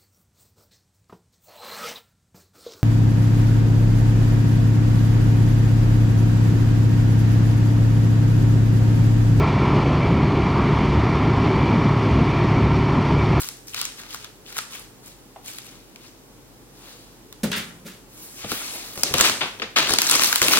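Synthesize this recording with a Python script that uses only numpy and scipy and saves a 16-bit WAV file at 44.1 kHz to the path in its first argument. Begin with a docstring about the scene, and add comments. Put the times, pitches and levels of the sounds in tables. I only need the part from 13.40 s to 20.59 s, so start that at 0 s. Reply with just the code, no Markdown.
"""Paper for a cat to chase

Small room, two-port microphone, the hands close on the left. A sheet rustles softly as tiny buckles
give way. Further off in front, a thrown paper ball sets something hollow ringing and skitters on the
floor. Close up again, a new sheet slides off the pile, flaps and is crushed: creases snap over crackle."""
import sys
import numpy as np
from scipy import signal
from scipy.fft import rfft, irfft, next_fast_len
from scipy.io import wavfile
from scipy.ndimage import uniform_filter1d

SR = 44100
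rng = np.random.default_rng(int(sys.argv[2]) if len(sys.argv) > 2 else 0)


def pcm_store(signal):
    """Save signal as 16-bit PCM."""
    levels = np.round(np.clip(np.atleast_2d(signal), -1, 1) * 32767)
    wavfile.write(sys.argv[1], SR, levels.astype(np.int16).T)


N = 317079

# room tone, relative spectrum: f/Hz, level/dB
ROOM_TONE = [(20, -25), (34, -15), (44, -3.5), (58, -11), (78, -15), (105, -1), (128, -6), (155, -7.5),
             (275, -2.5), (460, -6.5), (660, -14.5), (800, -13), (1300, -19.5), (2200, -24), (15800, -28.5)]
# room tone across the two ports: f/Hz, left-right correlation
TONE_LIKENESS = [(40, 0.36), (400, 0.8), (1200, 0.27), (2500, -0.1), (6000, -0.4), (11000, -0.21),
                 (15000, -0.27)]
# low hum under it: f/Hz, rms level/dB
HUM = [(44, -61), (130, -62.5)]
# decay of the room: f/Hz, t60/s
ROOM_T60 = [(150, 1.1), (1000, 0.56), (4000, 0.38), (14000, 0.78)]
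# what the walls send back: f/Hz, gain/dB
WALL_COLOUR = [(100, -6), (400, -0.5), (1500, 3), (3500, 4.5), (7000, 1.5), (10000, 1), (15000, -17)]
# the hands as the two ports hear them: f/Hz, lead of the left/rad
PORT_PHASE = [(100, 0), (1300, .6), (2000, 1.8), (3300, 2.4), (3800, 1.9), (4700, 3.0), (9000, 3.3),
              (10500, 4.7), (11700, 4.7), (12700, 6.0), (16000, 6.0)]
# and their balance: f/Hz, left over right/dB
PORT_BALANCE = [(100, 3.5), (1300, 3.5), (1750, -4), (2400, 11), (2950, 6.5), (3500, 6), (4300, 6),
                (6500, 0.5), (8200, 2.5), (9200, -11), (10500, -2), (16000, 0.5)]

# a small tap in front: t/s, level/dB
TAP = [(1.961, -35)]
# its modes: f/Hz, gain/dB, t60/s
TAP_MODES = [(793, 6, 0.019), (1000, -7, 0.02), (2030, -9, 0.018), (2800, -9, 0.014)]
# blows of the ball on a hollow body: t/s, level/dB
THUMPS = [(4.033, -22), (4.037, -20.5), (4.126, -34), (4.171, -29.5), (4.262, -49), (4.452, -35.5)]
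# modes of that body: f/Hz, gain/dB, t60/s
HOLLOW_MODES = [(110, -24, .2), (185.5, -1, 0.25), (206, -6.5, 0.28), (215.6, -5, 0.2), (337, -29, .2),
                (415, -12.5, 0.51), (560, -7.5, 0.11)]
# the ball crackling as it lands, before colouring: t/s, middle/dB, body/dB, air/dB, rise/s, fade/s
LANDINGS = [(4.032, -27.5, -20, -35.5, 0.00054, 0.018), (4.115, -21.5, -38, -40, 0.00091, 0.0059),
            (4.1265, -23.5, -58, -52, 0.0015, 0.03), (4.150, -31.5, -38, -40.5, 0.017, 0.031),
            (4.445, -43, -55, -51.5, 0.024, 0.048)]
# colour of the landing ball: f/Hz, gain/dB
BALL_COLOUR = [(110, 0), (450, -4), (800, -9), (1650, 2), (2300, -3.5), (3100, 0.5), (4500, -3),
               (9000, 3.5), (16000, 1)]

# colour of the sheet close up: f/Hz, gain/dB
PAPER_COLOUR = [(90, -5), (140, -4), (300, 3.5), (500, 1), (750, -1), (1300, 1), (1900, -1.5), (2700, 3),
                (3600, -0.5), (4800, 6), (6200, 2), (7600, 4), (9500, 1), (11500, -2), (13300, -1),
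                (16000, -10)]
# fingers knocking on the slack sheet: t/s, level/dB
FINGER_KNOCKS = [(5.042, -32), (5.116, -34), (5.577, -36), (5.710, -27), (5.740, -23), (5.803, -25),
                 (6.507, -27.5), (7.017, -26), (7.082, -31)]
# its low, quickly damped modes: f/Hz, gain/dB, t60/s
SHEET_MODES = [(88, -5, 0.083), (139, 0, 0.072), (275, -2, 0.034), (420, 1.5, 0.049)]
# the whole sheet flexing, before colouring: t/s, middle/dB, body/dB, air/dB, rise/s, fade/s
FLAPS = [(5.040, -36, -28, -58, 0.0027, 0.0079), (5.116, -54, -23.5, -51, 0.001, 0.0042),
         (5.739, -20, -24, -57, 0.00064, 0.011), (5.796, -36, -17.5, -38, 0.0028, 0.0083),
         (5.825, -17, -33, -29, 0.029, 0.027), (6.006, -21, -31.5, -72, 0.005, 0.034),
         (6.1967, -24, -34, -64.5, 0.0005, 0.0028), (6.218, -22, -29.5, -63, 0.00048, 0.013),
         (6.357, -16.5, -29.5, -39, 0.0072, 0.037)]
# hand movements, each a swell of crackle: t/s, level/dB, rise/s, fade/s, relative body/dB, relative air/dB
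HAND_STROKES = [(0.0, -34, 0.0017, 0.061, -20, 4), (0.26, -49.5, 0.021, 0.12, -38, 9),
                (0.32, -33.5, 0.068, 0.065, -21, -3.5), (0.559, -40.5, 0.03, 0.062, -17, -5),
                (0.67, -40.5, 0.075, 0.037, -24, 0), (0.78, -42.5, 0.071, 0.02, -35, -13),
                (1.04, -44.5, .06, 0.11, -25, -3.5), (1.13, -36, .055, 0.033, -29, -0.5),
                (1.29, -40, 0.062, 0.051, -20, 0), (1.61, -52, .06, 0.065, -20, 5),
                (2.029, -42, 0.051, 0.089, -24, 3), (2.2, -49, 0.058, 0.11, -11, -3),
                (2.58, -50.5, 0.068, .05, -23, -3), (3.31, -49, 0.17, .16, -10, -0.5),
                (4.68, -51, 0.16, 0.25, -10, 10.5), (4.94, -39, 0.097, 0.084, -16.5, -8),
                (5.069, -34.5, 0.04, 0.31, -13, 2.5), (5.3, -45, 0.046, 0.037, 1.5, 9.5),
                (5.5, -41.5, 0.11, 0.14, -2, 3.5), (5.635, -33.5, 0.034, 0.21, -6.5, -9),
                (5.735, -21.5, 0.062, 0.082, -10, -4.5), (6.36, -23, .03, 0.12, -11.5, -12.5),
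                (6.47, -24, 0.034, 0.058, -7.5, -6), (6.57, -26.5, 0.094, 0.09, -15, 1),
                (6.69, -19.5, 0.049, 0.077, -14, -4), (6.77, -25, 0.084, 0.12, -19, 2),
                (7.011, -22, 0.017, 0.097, -7, 1), (7.081, -19.5, 0.051, 0.056, -12.5, 0)]
# the main creases buckling: t/s, level before trim/dB, facet f/Hz
MAIN_CREASES = [(0.0875, -22.5, 7300), (0.3449, -22.5, 2420), (0.4141, -16.5, 4700), (0.4527, -19, 6700),
                (0.7456, -24, 1260), (0.845, -30, 4500), (1.1676, -24, 1330), (1.1814, -20.5, 7600),
                (1.187, -18.5, 1400), (2.0812, -30, 7800), (2.185, -27.5, 3450), (2.5595, -35.5, 2500),
                (3.9263, -33, 3560), (5.1173, -18, 1310), (5.357, -34, 2000), (5.5758, -26.5, 930),
                (5.634, -5.5, 5230), (5.7394, -11, 4070), (5.7824, -14, 7400), (5.8, -13, 1210),
                (5.8095, -1.5, 7100), (5.8968, -13, 1530), (6.3693, -14, 3100), (6.3858, -11, 2770),
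                (6.5363, -9, 5060), (6.5861, -5.5, 4500), (6.618, -8.5, 4800), (6.6971, -9.5, 4370),
                (6.7118, -5.5, 8000), (6.7954, -11.5, 1180), (6.8199, -11.5, 1860), (6.8353, -9.5, 4500),
                (6.8441, -10, 4200), (6.9276, -9.5, 1520), (6.9582, -8.5, 4140), (7.017, -7, 1870),
                (7.083, -7.5, 2700), (7.1358, -11, 1260), (7.1719, -9.5, 1350)]

TIME = np.arange(N) / SR
STEP = 16   # samples per envelope step
EDGES_HZ = np.geomspace(80, 16200, 19)
BANDS = [(np.sqrt(lo * hi), signal.butter(2, [lo, hi], "band", fs=SR, output="sos"))
         for lo, hi in zip(EDGES_HZ, EDGES_HZ[1:])]


def amp(db):
    """Decibels to gain."""
    return np.exp(np.asarray(db) * (np.log(10) / 20))


def at_hz(points, hz):
    """Read a table on a log-frequency axis."""
    f, value = np.transpose(points)
    return np.interp(np.log(np.maximum(hz, 1)), np.log(f), value)


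def add(track, s, sound):
    """Mix a sound into a track at time s."""
    start = max(round(s * SR), 0)
    track[start:start + len(sound)] += sound[:N - start]


def fading(power, seconds):
    """Each step of a power envelope lingers and dies away exponentially; the total is kept."""
    keep = np.exp(-STEP / (seconds * SR))
    return signal.lfilter([1 - keep], [1, -keep], power + 1e-18)


def room_tone(mid_db=-50.5):
    """The still room at the microphone: soft rumble and hiss with a faint hum."""
    size = next_fast_len(N)
    hz = np.arange(size // 2 + 1) * SR / size
    mid, side = rfft(rng.standard_normal((2, size))) * amp(at_hz(ROOM_TONE, hz))
    alike = np.clip(at_hz(TONE_LIKENESS, hz), -.9, .99)
    mid, side = irfft([mid, side * np.sqrt((1 - alike) / (1 + alike))], size)[:, :N]
    hum = sum(amp(db) * np.sqrt(2) * np.sin(2 * np.pi * f * TIME) for f, db in HUM)
    return amp(mid_db) * np.array([mid + side, mid - side]) / mid.std() + hum


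def reflections(x, early_db=-5.5, tail_db=-8.5, early_s=0.0015, wall_delay_s=0.0069, diffuse_hz=700):
    """The paper keeps moving, so its reflections blur into noise: quick ones nearby, then the walls."""
    out, white = 0, rng.standard_normal((2, 2, N))
    for k, (hz, sos) in enumerate(BANDS):
        power = np.add.reduceat(signal.sosfilt(sos, x) ** 2, np.arange(0, N, STEP)) / STEP
        early = amp(early_db) ** 2 * fading(power, early_s)
        tail = fading(power, at_hz(ROOM_T60, hz) / np.log(10 ** 6))
        tail = np.pad(tail, (round(wall_delay_s * SR / STEP), 0))[:len(power)]
        returned = early + amp(tail_db + at_hz(WALL_COLOUR, hz)) ** 2 * tail
        alike = 1 / (1 + (hz / diffuse_hz) ** 2)   # long waves reach both ports alike
        band_share = hz * np.log(EDGES_HZ[1] / EDGES_HZ[0]) / (SR / 2)
        strength = np.sqrt(returned * [[1 + alike], [1 - alike]] / (2 * band_share))
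        out = out + signal.sosfilt(sos, np.repeat(strength, STEP, axis=1)[:, :N] * white[k % 2])
    mid, side = out
    return np.array([mid + side, mid - side])


def close_left(x):
    """Sound from the left reaches the two ports at different times and strengths."""
    size = next_fast_len(N + SR // 10)
    hz = np.arange(size // 2 + 1) * SR / size
    left = amp(at_hz(PORT_BALANCE, hz) / 2) * np.exp(.5j * at_hz(PORT_PHASE, hz))
    return irfft(rfft(x, size) * np.array([left, 1 / left]), size)[:, :N]


def struck(blows, modes, contact_s):
    """Every blow sets the same damped modes ringing; they build up while the contact lasts."""
    out, t = np.zeros(N), TIME[:SR // 2]
    ring = sum(amp(db) * np.sin(2 * np.pi * hz * t) * amp(-60 * t / t60) for hz, db, t60 in modes)
    for s, db in blows:
        add(out, s, amp(db) * ring * (1 - np.exp(-t / contact_s)))
    return out


def band_gain(hz, middle_db, body_db, air_db):
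    """Gain on white noise: broad panels give the body, facets the middle, fibres the air."""
    body = at_hz([(550, 0.98), (1200, 0)], hz)
    air = at_hz([(3600, 0), (10000, 0.85)], hz)
    middle = 1 - body - air
    widths_db = 10 * np.log10(np.array([700, 4000, 8000]) / (SR / 2))
    return amp(body * (body_db - widths_db[0]) + middle * (middle_db - widths_db[1])
               + air * (air_db - widths_db[2]))


def crackle(gain_at, size, per_s, spread_db, friction, grain_s=0.00039, facet_db=5.0):
    """Tiny buckles of uneven size and colour over smooth rub; friction is the rub's share of the power."""
    steps = len(TIME[:size:STEP])
    born = rng.random(steps) < per_s * STEP / SR
    sizes_db = spread_db * np.minimum(rng.exponential(1, steps), 3.5)
    out, white = 0, rng.standard_normal((2, size))
    for k, (hz, sos) in enumerate(BANDS):
        colour_db = facet_db * rng.uniform(-2.3, 2.1, steps)
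        grains = fading(born * amp(sizes_db + colour_db) ** 2, grain_s)
        strength = gain_at(hz) * np.sqrt(friction + (1 - friction) * grains / grains.mean())
        out = out + signal.sosfilt(sos, np.repeat(strength, STEP)[:size] * white[k % 2])
    return out


def swell(t, rise_s, fade_s):
    """A straight rise from t = 0, then an exponential fade as the paper settles."""
    return np.clip(t / rise_s, 0, 1) * np.exp(-np.maximum(t - rise_s, 0) / fade_s)


def buckle_swarms(events, colour):
    """A flex or a landing sets off a swarm of buckles that swells and dies away."""
    out, size = np.zeros(N), SR // 5
    for s, middle, body, air, rise, fade in events:
        envelope = swell(TIME[:size:STEP], rise, fade)
        gain_at = lambda hz: envelope * band_gain(hz, middle, body, air) * amp(at_hz(colour, hz))
        add(out, s, crackle(gain_at, size, per_s=1200, spread_db=2.5, friction=.55))
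    return out


def handling(t):
    """The work of the hands as middle, body and air in dB: overlapping strokes add in power."""
    power = 1e-12
    for s, level_db, rise, fade, body_db, air_db in HAND_STROKES:
        gains = amp(level_db + np.array([0, body_db, air_db]))
        power = power + np.outer(gains, swell(t - s, rise, fade)) ** 2
    return 10 * np.log10(power)


def sliding(t, from_s=3.3, to_s=5.5):
    """True while the fresh sheet slides off the pile."""
    return (t > from_s) & (t < to_s)


def rustle(middle_trim_db=-2.5, body_trim_db=-0.5, air_trim_db=-3.5, wander_db=2.0, refolds_per_s=28):
    """Close crackle that follows the hands; its resonances shift as the sheet folds."""
    t = TIME[::STEP]
    middle, body, air = handling(t)
    folds = np.arange(0, t[-1], 1 / refolds_per_s)

    def gain_at(hz):
        wander = wander_db * np.interp(t, folds, rng.uniform(-1.9, 2.05, len(folds)))
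        hands = band_gain(hz, middle + middle_trim_db, body + body_trim_db, air + air_trim_db)
        return hands * amp(at_hz(PAPER_COLOUR, hz) + wander)

    friction = np.where(sliding(t), 0.87, 0.32)   # a sliding sheet mostly rubs
    return crackle(gain_at, N, per_s=750, spread_db=3.2, friction=friction)


def lesser_creases(per_s=15, over_hands_db=5, spread_db=4.5, low_hz=1070, high_hz=6850):
    """Chance snaps, as strong as the hands work, none during the slide: t/s, level/dB, facet f/Hz."""
    gap, strength, facet = rng.random((400, 3)).T
    s = np.cumsum(-np.log(1 - gap)) / per_s
    level_db = handling(s)[0] + over_hands_db + spread_db * (2 * strength - 1)
    facet_hz = low_hz * (high_hz / low_hz) ** facet
    return np.transpose([s, level_db, facet_hz])[(s < TIME[-1]) & ~sliding(s)]


def snap_colour(s, facet_hz, pivot_hz=2980):
    """Body and air in dB over the middle: those of the stroke, but smaller, higher facets are airier."""
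    middle, body, air = handling(s)
    octaves = np.log2(facet_hz / pivot_hz)
    return body - middle - 3 - 5.5 * octaves, air - middle + 1 + 4.5 * octaves


def crease_snaps(trim_db=1.0, rise_s=0.00025, fade_s=0.00027, panel_cycles=0.57,
                 ring_db=-3.5, ring_s=0.00055, ring_cycles=0.61):
    """A crease gives way in a millisecond and its facet rings; larger, lower panels ring a bit longer."""
    out, t = np.zeros(N), TIME[:SR // 25]
    unit_rms = lambda x: x / np.sqrt(np.mean(x ** 2) + 1e-20)
    unit_top = lambda x: x / np.sqrt(uniform_filter1d(x ** 2, size=88).max())   # loudest 2 ms at rms 1
    onset = 1 - np.exp(-t / rise_s)
    times, levels, facets = np.transpose([*MAIN_CREASES, *lesser_creases()])
    for s, level_db, facet_hz, body, air in zip(times, levels, facets, *snap_colour(times, facets)):
        crack = 0
        for hz, sos in BANDS:
            burst = onset * np.exp(-t / (fade_s + panel_cycles / hz)) * rng.standard_normal(len(t))
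            gain = band_gain(hz, 0, body, air) * amp(at_hz(PAPER_COLOUR, hz))
            crack = crack + gain * np.sqrt(hz) * unit_rms(signal.sosfilt(sos, burst))
        ring = onset * np.exp(-t / (ring_s + ring_cycles / facet_hz)) * np.sin(2 * np.pi * facet_hz * t)
        snap = unit_top(crack) + amp(ring_db) * unit_top(ring)
        add(out, s, amp(level_db + trim_db) * unit_top(snap))
    return out


def scene(crease_send_db=-0.5, ball_send_db=4.5, thump_send_db=-0.5):
    """Paper close on the left of the microphone, the ball further off in front, all in one room."""
    sheet = rustle() + buckle_swarms(FLAPS, PAPER_COLOUR)
    creases = crease_snaps() + struck(FINGER_KNOCKS, SHEET_MODES, contact_s=0.0016)
    ball = buckle_swarms(LANDINGS, BALL_COLOUR) + struck(TAP, TAP_MODES, contact_s=0.00027)
    thump = struck(THUMPS, HOLLOW_MODES, contact_s=0.0019)
    sent = sheet + amp(crease_send_db) * creases + amp(ball_send_db) * ball + amp(thump_send_db) * thump
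    return close_left(sheet + creases) + ball + thump + reflections(sent) + room_tone()


def record(dry):
    """Peaks above full scale overload the input; the top is cut at 15.9 kHz."""
    top_cut = signal.ellip(10, .1, 70, 15900, fs=SR, output="sos")
    return signal.sosfilt(top_cut, np.clip(dry, -1, 1))


dry = scene()
out = record(dry)
pcm_store(out)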